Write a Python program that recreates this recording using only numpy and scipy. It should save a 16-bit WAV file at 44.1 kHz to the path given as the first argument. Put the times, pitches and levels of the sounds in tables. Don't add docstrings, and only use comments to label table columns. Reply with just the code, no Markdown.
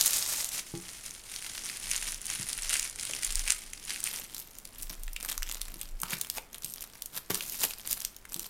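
import sys
import numpy as np
from scipy import signal
from scipy.fft import rfft, irfft, next_fast_len
from scipy.io import wavfile
from scipy.ndimage import uniform_filter1d, map_coordinates

SR = 44100
rng = np.random.default_rng(int(sys.argv[2]) if len(sys.argv) > 2 else 0)


def master_out(mix):
    frames = np.transpose(np.atleast_2d(mix))
    ceiling = np.clip(frames, -1, 1)
    pcm = np.round(ceiling * 32767).astype(np.int16)
    wavfile.write(sys.argv[1], SR, pcm)


N = 374409


def amp(db):
    return 10 ** (np.asarray(db) / 20)


def unit(x):
    return x / np.sqrt(np.mean(x ** 2) + 1e-20)


def along(points, hz):
    f, v = np.transpose(points)
    return np.interp(np.log(hz + 1), np.log(f + 1), v)


def curve(rows):
    return np.interp(np.arange(N) / SR, *np.transpose(rows))


def wobble(rate):
    knots = rng.standard_normal(int(N * rate / SR) + 4)
    return map_coordinates(knots, [np.arange(N) * rate / SR])


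def add(track, s, sound):
    part = track[max(round(s * SR), 0):][:len(sound)]
    part += sound[:len(part)]


def filtered(x, response):
    m = next_fast_len(len(x) + min(len(x), SR // 2))
    return irfft(rfft(x, m) * response(np.fft.rfftfreq(m, 1 / SR)), m)[:len(x)]


def resonate(x, modes):
    def response(f):
        total = 0
        for k, (centre, width, db) in enumerate(modes):
            damping = 1j * f * width
            total = total + (-1) ** k * amp(db) * damping / (centre ** 2 - f * f + damping)
        return total
    return filtered(x, response)


def coloured(x, points, size=1024):
    shape_db = np.maximum(along(points, np.fft.rfftfreq(size, 1 / SR)), -60)
    cepstrum = irfft(np.log(amp(shape_db)))
    cepstrum[1:size // 2] *= 2
    cepstrum[size // 2 + 1:] = 0
    kernel = irfft(np.exp(rfft(cepstrum)))
    return signal.oaconvolve(x, kernel / np.linalg.norm(kernel))[:N]


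def noise(points):
    return unit(filtered(rng.standard_normal(N), lambda hz: amp(along(points, hz))))


def burst(t60, size):
    return rng.standard_normal(size) * amp(-60 * np.arange(size) / SR / t60)


def swells(rows, attack_s, release_s, size=44100):
    power, t = np.zeros(N), np.arange(size) / SR - .2
    for s, length, db in rows:
        away = np.maximum(-t, 0) / attack_s + np.maximum(t - length, 0) / release_s
        add(power, s + t[0], (amp(db) * np.exp(-away)) ** 2)
    return np.sqrt(power)


def crackle(rate, spread_db, slide_db, facet_t60, tone_db=-3, flutter_db=-15, flutter_t60=0.074, count=24):
    pops, t = np.zeros(N), np.arange(256) / SR
    for hz in np.linspace(2200, 14500, count):
        at = rng.integers(0, N, int(rate / count * N / SR))
        strengths_db = spread_db * np.minimum(rng.exponential(size=len(at)), 3.3)
        kicks = np.bincount(at, amp(strengths_db), N)
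        ring = np.sin(2 * np.pi * hz * t) * amp(-60 * t / facet_t60)
        crack = burst(facet_t60, len(t)) + amp(flutter_db) * burst(flutter_t60, len(t))
        facet = unit(unit(crack) + amp(tone_db) * unit(ring))
        pops += signal.oaconvolve(kicks, facet)[:N]
    pops = unit(pops) + amp(slide_db) * rng.standard_normal(N)
    power = uniform_filter1d(uniform_filter1d(pops ** 2, size=1400), size=900)
    return pops / np.sqrt(np.abs(power) + 1e-9)


# frequency in Hz, gain in dB.
FOLDED_COLOUR = [(120, -27), (200, -0.5), (340, -10.5), (480, -5.5), (1080, -4), (3190, -2.5),
                 (11100, -1.5), (13600, 0.5), (16000, -11.5)]


def flexed(grain, rows, attack_s, release_s, body_hz=3200):
    foil = coloured(grain, FOLDED_COLOUR)
    body = filtered(foil, lambda hz: 1 / (1 + (hz / body_hz) ** 4))
    top_rows = [(s, length, db) for s, length, db, breadth in rows]
    body_rows = [(s, length, db + breadth) for s, length, db, breadth in rows]
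    top_gain = swells(top_rows, attack_s, release_s)
    body_gain = swells(body_rows, attack_s, release_s)
    return top_gain * (foil - body) + body_gain * body


# frequency in Hz, gain in dB.
FLAT_COLOUR = [(120, -17), (200, -27), (440, -13), (600, -10.5), (2960, -6.5), (6760, 1.5), (14100, -7),
               (16000, -17)]
DRAWN_COLOUR = [(120, -26), (200, -23), (749, -13), (1200, -8), (2090, -3), (3620, -5), (6400, -2),
                (7680, -4.5), (9750, 1.5), (11100, -10.5), (13800, -11.5), (16000, -77)]
# time in seconds, stage (0 flat, 1 drawn, 2 folded; between = a blend).
STAGE = [(.45, 0), (.75, 0.81), (3.9, 1.085), (4.4, 1.72)]
# time in seconds, level in dB before the rustle's trim.
SLIDE_LEVELS = [(0, -25.5), (.05, -31), (.18, -30), (.21, -33), (.34, -32.5), (.455, -36.5), (.51, -43),
                (.54, -34), (.58, -35.5), (.615, -47), (.7, -48.5), (1.08, -44), (1.22, -51.5), (1.26, -43),
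                (1.75, -40.5), (2.12, -39), (2.19, -49), (2.38, -40), (2.85, -41.5), (2.97, -49),
                (3.04, -38), (3.54, -40), (3.69, -52.5), (3.86, -46.5), (4.19, -41), (4.3, -51.5),
                (6, -62.5)]
# start in seconds, length in seconds, level in dB before the trim.
TUGS = [(1.885, 0.039, -39), (1.966, 0.043, -43), (2.304, 0.01, -40), (2.71, 0.061, -36),
        (3.48, 0.028, -44.5), (3.89, 0.042, -39.5), (4.06, 0.032, -45)]
# start in seconds, length in seconds, level in dB before the trim, breadth in dB of extra body.
FOLDS = [(4.341, 0.061, -44, -10), (4.784, 0.045, -47.5, -5), (4.896, 0.017, -43, 3.5),
         (5.204, 0.049, -42.5, 5), (5.287, 0.031, -39, 2.5), (5.468, 0.11, -46.5, 4.5),
         (5.607, 0.15, -54, 4), (5.787, 0.098, -54.5, 0.5), (6.037, 0.22, -49.5, 2.5),
         (6.538, 0.0079, -48.5, 9), (6.623, 0.062, -47.5, -5.5), (6.698, 0.01, -38.5, -15),
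         (6.758, 0.086, -47.5, 1), (6.939, 0.014, -49, 5), (7.664, 0.067, -44, -4),
         (7.778, 0.023, -47, 0.5), (7.85, 0.037, -47, 2), (7.965, 0.073, -46, 0), (8.298, 0.16, -45, -1)]
SCRAPES = [(0.33, 0.0087, -32, 0.5), (6.127, 0.015, -35, 4.5), (6.375, 0.0064, -36, -1),
           (7.175, 0.0058, -33.5, 2), (7.341, 0.094, -39.5, -0.5), (7.442, 0.227, -40, -6),
           (7.628, 0.024, -27.5, -2.5), (7.907, 0.031, -34, -7)]
GRABS = [(7.302, 0.0082, -31, 4), (7.344, 0.004, -34, 0)]


def rustle(level_db=-0.57, catch_db=2.0, bend_hz=2400, bend_width_hz=800, bend_db=-3):
    flat = coloured(crackle(rate=1100, spread_db=6.0, slide_db=-2, facet_t60=0.0021), FLAT_COLOUR)
    drawn = coloured(crackle(rate=520, spread_db=5.5, slide_db=-8.5, facet_t60=0.0025), DRAWN_COLOUR)
    pops = crackle(rate=340, spread_db=5.7, slide_db=-16, facet_t60=0.0036, tone_db=0, flutter_db=-19)
    grit = crackle(rate=1800, spread_db=6.0, slide_db=-10.5, facet_t60=0.0051)

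    stage, foil = curve(STAGE), np.zeros(N)
    for k, layer in enumerate((flat, drawn, coloured(pops, FOLDED_COLOUR))):
        foil += np.sqrt(np.clip(1 - np.abs(stage - k), 0, 1)) * layer
    sliding = amp(curve(SLIDE_LEVELS)) * foil

    bent = drawn + resonate(drawn, [(bend_hz, bend_width_hz, bend_db)])
    tugs = swells(TUGS, attack_s=0.01, release_s=0.029) * bent
    folds = flexed(pops, FOLDS, attack_s=0.0036, release_s=0.02)
    scrapes = flexed(grit, SCRAPES, attack_s=0.019, release_s=0.0042)
    grabs = flexed(grit, GRABS, attack_s=0.0017, release_s=0.0048)
    catching = amp(level_db + catch_db * wobble(35))
    return catching * (sliding + tugs + folds + scrapes + grabs)


# start in seconds, length in seconds, level in dB before wobble.
MOVES = [(1.85, 0.27, -50), (2.61, 0.061, -45.5), (3.32, 0.085, -40), (4.85, 0.26, -42.5),
         (5.32, 0.11, -35), (5.53, 0.48, -48.5)]


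def handling(foil, sway_hz=26, rest_db=-63, rub_db=-60.0, usual_db=-41, follow=0.38):
    phase = 2 * np.pi * np.cumsum(sway_hz * (1 + 0.076 * wobble(21))) / SR
    sway = amp(rest_db) + swells(MOVES, attack_s=0.031, release_s=0.092)
    rumble = sway * amp(4.9 * wobble(27)) * np.sqrt(2) * np.sin(phase)

    effort = np.sqrt(np.abs(uniform_filter1d(foil ** 2, size=2200))) / amp(usual_db)
    rub = noise([(50, -6.5), (130, -1), (300, -5.5), (600, -16.0), (1500, -25.0)])
    return rumble + amp(rub_db + 2.4 * wobble(18)) * effort ** follow * rub


# frequency in Hz, relative level in dB.
HUSH_COLOUR = [(25, 7.5), (150, -8.5), (500, -10), (2000, -15), (8000, -33), (16000, -39)]


def room_tone(level_db=-58.5):
    return amp(level_db) * noise(HUSH_COLOUR)


def varied(modes, scatter, spread_db=2.2):
    shifted = []
    for hz, width, db in modes:
        new_hz = hz * np.exp(scatter * rng.standard_normal())
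        shifted.append((new_hz, width, db + spread_db * rng.standard_normal()))
    return shifted


# centre in Hz before scatter, width in Hz, gain in dB before scatter.
CREASE_AND_EDGE = [
    [(6340, 1930, -1.5), (9570, 750, 3.5)],
    [(13030, 1400, 0)],
]
# stage as in STAGE, edge gain in dB before dulling by breadth.
EDGE_LEVELS = [(0, -13), (1, -20), (2, 1.5)]
# time in seconds, crease level in dB over one millisecond.
TICKS = [(0.011, -12), (0.0602, -14.5), (0.0685, -18), (0.078, -17.5), (0.108, -22), (0.133, -19.5),
         (0.445, -22), (0.49, -26.5), (0.7754, -35.5), (1.0628, -30), (1.1088, -32), (1.647, -33),
         (1.963, -20.5), (2.121, -26.5), (2.145, -27), (2.216, -31), (2.2558, -27), (2.267, -26),
         (2.495, -28), (2.622, -26.5), (2.6333, -27), (2.6946, -20.5), (2.768, -24), (2.796, -18.5),
         (2.898, -29), (2.9594, -35), (3.0285, -30), (3.052, -26), (3.2475, -17.5), (3.324, -25.5),
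         (3.3558, -17.5), (3.394, -24.5), (3.8515, -33), (4.004, -27.5), (4.04, -19), (4.346, -34),
         (4.381, -34), (4.3997, -35), (4.586, -35), (4.8233, -35), (4.831, -31), (4.896, -35), (5.035, -34),
         (5.132, -35), (5.524, -31.5), (6.002, -36), (6.0173, -25.5), (6.1863, -37), (6.3134, -42),
         (6.5306, -40.5), (6.583, -38), (6.6459, -26), (6.7383, -30.5), (6.808, -35.5), (6.825, -34.5),
         (7.0218, -28), (7.0595, -30), (7.497, -31), (7.8743, -28), (7.9116, -22), (7.929, -20.5),
         (8.004, -30), (8.019, -33), (8.165, -37.5), (8.332, -35), (8.3949, -27)]
# time in seconds, crease level in dB over one millisecond, breadth in dB, panel pitch in Hz.
POPS = [(1.3619, -33, 3.5, 4200), (1.6898, -33, 1, 3200), (1.914, -18, -12, 2380), (2.301, -22.5, -6, 2290),
        (2.5298, -23, 0, 4370), (2.74, -17, -8.5, 4430), (2.8284, -24, -8, 2500), (2.997, -30, 0.5, 4300),
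        (3.1354, -28.5, 3.5, 2580), (3.233, -23, -7, 2100), (3.3055, -29, -1, 2410),
        (3.4778, -21, -4, 2170), (3.5044, -12.5, -9.5, 2520), (3.521, -16.5, -11, 2440),
        (3.7335, -29.5, -4, 2470), (4.073, -30, 3.5, 2500), (4.653, -35, -3.5, 4100),
        (5.08, -40.5, 5.5, 1800), (5.1636, -31, 5.5, 3020), (5.209, -37, 1, 3400),
        (5.2487, -27.5, -6.5, 1510), (5.2883, -29.5, -1, 2400), (5.319, -27.5, -2.5, 3270),
        (5.3786, -25.5, -10.5, 1090), (5.423, -34, 2.5, 1540), (5.4302, -26.5, -2, 2720),
        (5.4905, -34.5, -2, 3000), (5.514, -29.5, 0.5, 3190), (5.546, -34, 2, 4460),
        (5.6156, -26, -1, 3880), (5.683, -38, -3, 1640), (5.814, -27.5, -7, 3120),
        (6.0336, -25, -0.5, 1380), (6.1063, -30, -7, 3140), (6.2131, -21, -8, 3190),
        (6.3, -21.5, -9.5, 3100), (6.3827, -33.5, 5, 2540), (6.545, -35.5, 0, 3280),
        (7.3459, -25, -8, 3230), (7.408, -32.5, 7, 2700), (7.64, -26, 2, 2700), (7.709, -35, 3, 2400),
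        (8.0498, -21.5, -4, 4200), (8.253, -40.5, 2.5, 1890), (8.3433, -25.5, -6, 4200)]


def snaps(t60=0.003, again_db=-9, gap_s=.003, flutter_db=-28, flutter_t60=0.05, scatter=0.059, dulling=0.25,
          strain_db=-21, strain_t60=0.011, size=1024):
    out, stage = np.zeros(N + size), curve(STAGE)
    tick_breadth_db, tick_hz = -17, 3300
    panel_width = 0.37
    ticks = [(s, level, tick_breadth_db, tick_hz) for s, level in TICKS]
    for s, level, breadth, panel_hz in POPS + ticks:
        delay = gap_s * rng.random()
        edge_db = np.interp(stage[round(s * SR)], *np.transpose(EDGE_LEVELS)) - dulling * breadth
        panel = [(panel_hz, panel_width * panel_hz, 0)]
        crease, edge = (varied(part, scatter) for part in CREASE_AND_EDGE)
        for modes, db in ((panel, level + breadth), (crease, level), (edge, level + edge_db)):
            crack = burst(t60, size) + amp(flutter_db) * burst(flutter_t60, size)
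            add(crack, delay, amp(again_db) * burst(t60, size))
            strain = amp(strain_db) * burst(strain_t60, size)[::-1]
            crack = np.append(strain, crack)
            main_hz = modes[0][0]
            ring = resonate(resonate(crack, modes), [(main_hz, 2.7 * main_hz, 0)])
            add(out, s, amp(db) * unit(ring) * np.sqrt(SR / 1000 / len(ring)))
    return out[size:]


# time in seconds, thud peak in dB before trim, contact pitch in Hz, pan ring in dB before trim.
KNOCKS = [(0.739, -35.5, 135, -33), (2.397, -35.5, 130, -57), (3.097, -40, 500, -51),
          (4.195, -43.5, 520, -63), (4.905, -45, 163, -54), (5.759, -48, 190, -60), (6.029, -41, 140, -65),
          (6.033, -25.5, 1330, -62), (6.131, -35, 145, -57), (6.133, -18, 2120, -46.5),
          (6.381, -30.5, 614, -59), (6.645, -44, 150, -61), (7.302, -27, 370, -44.5),
          (7.304, -34, 125, -56), (7.638, -27.5, 600, -59), (8.36, -41, 180, -49.5)]
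# frequency in Hz, relative level in dB, place from 0 (base) to 1 (wall).
PAN_MODES = [(182, -12, 0.15), (279, -5, 0.5), (338, 4.5, 0.41), (814, -7, 0.22), (415.5, -0.5, 0.84),
             (616, -10, 0.9), (1150, -7, 0.85), (2190, -4, 1)]


def knocks(thud_db=-0.5, thud_t60=0.032, width=0.82, ring_db=2, reach_db=3, across_db=-16, wall_hz=260,
           blow_db=-15, base_t60=0.38, wall_t60=0.22, size=22050):
    out, t = np.zeros(N), np.arange(size) / SR
    mode_hz, mode_db, place = np.transpose(PAN_MODES)[:, :, None]
    mode_t60 = base_t60 + place * (wall_t60 - base_t60)
    for s, db, hz, pan_db in KNOCKS:
        life = thud_t60 * np.sqrt(wall_hz / hz)
        push = burst(life, size) * (1 - np.exp(-10 * t / life))
        push[0] += amp(blow_db) * np.sqrt(life * SR)
        thud = resonate(resonate(push, [(hz, width * hz, 0)]), [(hz, hz, 0)])
        add(out, s, amp(db + thud_db) * thud / np.abs(thud).max())

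        pitch_loss = reach_db * np.abs(np.log2(mode_hz / hz))
        place_gain = across_db * np.abs(place - (hz > wall_hz))
        strength = mode_db - pitch_loss + place_gain + rng.normal(0, 1, place.shape)
        ring = amp(strength - 60 * t / mode_t60) * np.sin(2 * np.pi * mode_hz * t)
        add(out, s, amp(pan_db + ring_db) * ring.sum(0))
    return out


# frequency in Hz, time to fall 60 dB in seconds.
ROOM_DECAY = [(200, 0.29), (2000, 0.33), (7000, 0.23), (15000, 0.27)]


def room(x):
    hz, t, z = signal.stft(rng.standard_normal(SR // 2), SR, nperseg=256)
    decay = amp(-60 * t / along(ROOM_DECAY, hz)[:, None])
    tail = signal.istft(z * decay, SR, nperseg=256)[1]
    delayed = np.pad(x, (140, 0))
    return signal.oaconvolve(delayed, tail / np.linalg.norm(tail))[:N]


def scene():
    crinkle, pan = rustle(), knocks()
    foil = crinkle + snaps()
    answer = room(amp(-11.5) * foil + amp(-8.0) * pan)
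    return (foil + pan + answer + handling(crinkle) + room_tone())[None]


def record(dry, top_hz=16100):
    return np.array([filtered(channel, lambda hz: hz < top_hz) for channel in dry])


dry = scene()
out = record(dry)
master_out(out)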